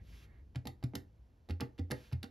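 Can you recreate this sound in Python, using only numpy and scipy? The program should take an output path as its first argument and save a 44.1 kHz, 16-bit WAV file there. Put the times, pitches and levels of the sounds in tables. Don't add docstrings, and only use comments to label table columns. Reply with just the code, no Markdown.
import sys
import numpy as np
from scipy import signal
from scipy.fft import rfft, irfft
from scipy.io import wavfile
from scipy.ndimage import uniform_filter1d, map_coordinates

SR = 44100
rng = np.random.default_rng(int(sys.argv[2]) if len(sys.argv) > 2 else 0)


def to_wav(s):
    ch = np.atleast_2d(s).T
    pcm = np.round(np.clip(ch, -1, 1) * 32767)
    wavfile.write(sys.argv[1], SR, pcm.astype(np.int16))


def boost_factor(decibels):
    exponent = np.asarray(decibels, float) / 20
    return 10 ** exponent


N = 101782


def on_log(table, hz):
    table = np.array(table, float)
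    return np.interp(np.log(np.maximum(hz, 1)), np.log(table[:, 0]), table[:, 1])


def colour(x, table, extra_db=0):
    hz = np.arange(x.shape[-1] // 2 + 1) * SR / x.shape[-1]
    y = irfft(rfft(x) * boost_factor(on_log(table, hz) + extra_db), x.shape[-1])
    return y / np.sqrt(np.mean(y ** 2))


def decay(t, t60):
    return np.exp(-np.log(1000) * t / t60)


def ring(hz, t60, t):
    return np.sin(2 * np.pi * hz * t) * decay(t, t60)


def add(out, s, x):
    i = int(s * SR)
    out[i:i + len(x)] += x[:len(out) - i]


def walk(rate):
    k = int(SR / rate)
    steps = np.repeat(rng.standard_normal(N // k + 1), k)
    return 1.3 * uniform_filter1d(uniform_filter1d(steps, k), k)[:N]


# (frequency [Hz], level [dB per Hz])
FLOOR_HUE = [(12, -50.5), (20, -42), (36, -3), (59, 1.5), (160, -17), (693, -32), (1420, -42), (5530, -51),
             (15000, -59.5)]


def floor():
    air = colour(rng.standard_normal((2, N)), FLOOR_HUE)
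    rumble = signal.sosfilt(signal.butter(2, 600, fs=SR, output="sos"), air)
    fade_db = -6.5 * np.minimum(np.arange(N) / SR - 1.2, 0)
    throb = boost_factor(fade_db + 0.69 * walk(4.16))
    return boost_factor(-60) * (air + rumble * (throb - 1))


# (start [s], full [s], fading [s], end [s], level [dB])
SLIDES = [
    (.0, 0.138, 0.24, .27, -66.5),
    (1.896, 1.96, 2.07, 2.137, -66.5),
]
# (frequency [Hz], level [dB per Hz])
SLIDE_HUE = [(400, -32), (800, -6.5), (1500, -4.5), (2500, -2), (5000, -8), (7500, -14.5), (12000, -15.5),
             (15000, -20)]
# (start [s], full [s], fading [s], end [s], level [dB])
RUBS = [
    (-.1, -.05, 0.015, 0.028, -73.5),
    (.15, .27, 0.38, .45, -73),
]
# (frequency [Hz], level [dB per Hz])
RUB_HUE = [(900, -5.5), (1600, -10), (1750, 1.5), (2150, -2.5), (2500, -13.5), (4000, -20), (6000, -33)]


def slides():
    t = np.arange(N) / SR
    out = np.zeros(N)
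    for rows, hue in ((SLIDES, SLIDE_HUE), (RUBS, RUB_HUE)):
        swell = sum(boost_factor(db) * np.interp(t, times, [0, 1, 1, 0]) for *times, db in rows)
        uneven = boost_factor(walk(30))
        out += swell * uneven * colour(rng.standard_normal(N), hue)
    return out


# (time [s], tick level [dB], case ring level [dB], brightness [dB per half octave])
CONTACTS = [(.5484, -54, -58, -2.5), (.5571, -38.5, -49, -1), (.654, -48, -48.5, 0.5), (.6676, -69, -57, 7),
            (.6709, -34, -42, 2), (.6774, -79, -57, -20), (.8273, -48.5, -51.5, -1.5), (.838, -40, -48, 1),
            (0.9366, -67, -48.5, -1.5), (.9525, -29, -40, 2.5), (.9574, -54, -48.5, -5),
            (1.4884, -49, -54.5, 0), (1.4965, -42.5, -46.5, -0.5), (1.5064, -39, -55.5, -0.5),
            (1.6003, -37.5, -54, -11), (1.6059, -32, -43, 2), (1.6115, -31.5, -58, -6),
            (1.6152, -42, -36, 25), (1.7795, -51, -71, -0.5), (1.7865, -46, -57.5, -1.5),
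            (1.7933, -45.5, -50.5, -1), (1.9036, -48, -46, 7), (1.9088, -30.5, -67, 0),
            (1.9142, -27, -44.5, 0), (1.9204, -70, -35.5, 13), (2.1147, -49.5, -67, -3),
            (2.1235, -49, -48, 1), (2.1287, -42, -57, 0), (2.2295, -33.5, -56, 0.5),
            (2.2405, -38.5, -52.5, -1)]
# (frequency [Hz], level [dB per Hz])
TICK_HUE = [(500, -45), (1300, 0.5), (2700, -0.5), (4600, 0.5), (6000, -11.5), (9000, -12), (13500, -16.5),
            (15500, -29)]
# (frequency [Hz], level [dB], T60 [s])
CASE = [(325.8, -6, 0.19), (387.2, -5, 0.15), (495.4, -4, 0.17), (640.3, -4.5, 0.072), (806, -5, 0.092),
        (832, -5, .11), (1192, -10, 0.055), (2220, -22, 0.16), (1840, -13.5, 0.13), (2060, -10.5, 0.12),
        (445, -5.5, 0.037), (581.4, -8.5, 0.088), (728, -7.5, 0.088), (980, -13.5, 0.02)]


def tick(noise, tint, bright_db, t):
    rise_ms, fall_ms = 0.92, 3.17
    shape = (1 - np.exp(-t * 1000 / rise_ms)) * np.exp(-t * 1000 / fall_ms)
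    hz = np.arange(len(t) // 2 + 1) * SR / len(t)
    scatter_db = 1.5 * np.interp(hz, np.linspace(1000, 14000, num=8), tint)
    tilt_db = bright_db * 2 * np.log2((hz + 500) / 4000)
    return shape * colour(noise, TICK_HUE, scatter_db + tilt_db)


def case_ring(noise, gains, t, span):
    body = 0
    for (hz, db, t60), (gain, detune) in zip(CASE, gains):
        body = body + boost_factor(db + 1.5 * gain) * ring(hz * (1 + 0.013 * detune), t60, t)
    knock_ms = 3.9
    aftershocks = (noise > 1.5) * noise * np.exp(-t[:span] * 1000 / knock_ms)
    knock = aftershocks + (t[:span] == 0) * 6
    return signal.fftconvolve(body, knock / np.sqrt(np.sum(knock ** 2)))


def keys():
    ticks, case = np.zeros(N), np.zeros(N)
    t, span = np.arange(SR // 4) / SR, 2048
    for s, tick_db, case_db, bright_db in CONTACTS:
        noise = rng.standard_normal((2, span))
        tint, gains = rng.standard_normal(8), rng.standard_normal((len(CASE), 2))
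        add(ticks, s, boost_factor(tick_db - 2.5) * tick(noise[0], tint, bright_db, t[:span]))
        add(case, s, boost_factor(case_db - 3) * case_ring(noise[1], gains, t, span))
    wobble_ms = 0.35
    moved = np.arange(N) + wobble_ms * SR / 1000 * walk(80)
    return ticks + map_coordinates(case, [moved], order=1)


# (time [s], low mode [dB], second mode [dB], upper modes [dB])
PUSHES = [(.560, -38.5, -28.5, -44.5), (0.658, -42, -76, -40.5), (0.675, -40, -38.5, -64),
          (0.837, -41.5, -25, -36.5), (.938, -54, -56, -41), (.956, -40.5, -38, -40),
          (1.498, -32.5, -59, -38.5), (1.512, -30.5, -51, -51.5), (1.606, -50, -57, -41.5),
          (1.621, -59, -32.5, -35.5), (1.792, -35, -40.5, -36), (1.803, -33.5, -61, -47),
          (1.908, -67, -41.5, -37.5), (1.922, -43, -33.5, -39.5), (2.1261, -55, -26, -45),
          (2.135, -30, -55, -49), (2.237, -57, -67, -42.5)]
# (frequency [Hz], level [dB], T60 [s])
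DESK = [(87.1, 1, 0.27), (124.8, 1, 0.17), (226.2, -0.5, 0.14), (251.1, 4.5, 0.098), (280.3, -5, 0.24)]


def desk():
    out, t = np.zeros(N), np.arange(SR // 2) / SR
    push_ms, rise_ms = 2.6, 1.93
    rise = 1 - np.exp(-t * 1000 / rise_ms)
    for s, low_db, second_db, upper_db in PUSHES:
        drift = 1 + 0.0043 * rng.standard_normal(len(DESK))
        levels = (low_db, second_db, upper_db, upper_db, upper_db)
        thump = 0
        for (hz, db, t60), level_db, d in zip(DESK, levels, drift):
            thump = thump + boost_factor(db + level_db) * ring(hz * d, t60, t)
        add(out, s, -rise * thump)
    push = np.hanning(int(push_ms * SR / 1000) + 2)
    return np.convolve(out, push / push.sum())[:N]


# (frequency [Hz], T60 [s])
ROOM_T60 = [(200, 0.35), (1000, 0.27), (4000, 0.17), (12000, 0.18)]


def room(x):
    t = np.arange(SR // 2) / SR
    tails = 0
    for hz in 150 * 2 ** np.arange(0, 7, .5):
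        edges = [hz / 2 ** .25, hz * 2 ** .25]
        band = signal.butter(2, edges, "bandpass", fs=SR, output="sos")
        noise = rng.standard_normal((2, len(t)))
        tails = tails + signal.sosfilt(band, noise) * decay(t, on_log(ROOM_T60, hz))
    late_ms = 1.33
    tails = tails * (1 - np.exp(-t * 1000 / late_ms))
    tails = tails / np.sqrt(np.sum(tails ** 2, axis=1, keepdims=True))
    return boost_factor(-12) * signal.fftconvolve(x[None], tails, axes=1)[:, :N]


# (frequency [Hz], shared part [0-1])
ALIKE = [(200, 0.98), (450, 0.66), (1300, 0.03), (2300, 0.93), (5200, 1), (6500, 0.94), (8500, 1),
         (12000, 0.99)]
# (frequency [Hz], lead [radians])
LEAD = [(900, 0), (1400, -0.6), (1750, -1.11), (5400, 0.5), (8500, -3), (11200, -6), (12900, -5.5),
        (14500, -9.5)]
# (frequency [Hz], left minus right [dB])
LEAN = [(300, 0), (600, -3), (1100, 3.5), (1600, -11), (2100, -4), (3200, 0)]


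def ports(shared, other):
    hz = np.arange(N // 2 + 1) * SR / N
    alike = np.clip(on_log(ALIKE, hz), 0, 1)
    half = boost_factor(on_log(LEAN, hz) / 2) * np.exp(.5j * on_log(LEAD, hz))
    mid = np.sqrt((1 + alike) / 2) * rfft(shared)
    side = np.sqrt((1 - alike) / 2) * rfft(other)
    return irfft(np.array([(mid + side) * half, (mid - side) / half]), N)


def scene():
    near, low = keys() + slides(), desk()
    direct = near + low
    scatter_ms = 12
    scatter = rng.standard_normal(4096) * np.exp(-np.arange(4096) * 1000 / SR / scatter_ms)
    other = signal.fftconvolve(direct, scatter / np.sqrt(np.sum(scatter ** 2)))[:N]
    around = room(near + boost_factor(-8.5) * low) + floor()
    return ports(direct + around[0], other + around[1])


def low_pass(x):
    return signal.sosfilt(signal.butter(12, 16470, fs=SR, output="sos"), x)


def record(dry):
    low_cut = signal.butter(2, 50, "highpass", fs=SR, output="sos")
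    top_cut = signal.butter(8, 15700, fs=SR, output="sos")
    mix = signal.sosfilt(low_cut, signal.sosfilt(top_cut, dry))
    return low_pass(mix)


dry = scene()
out = record(dry)
to_wav(out)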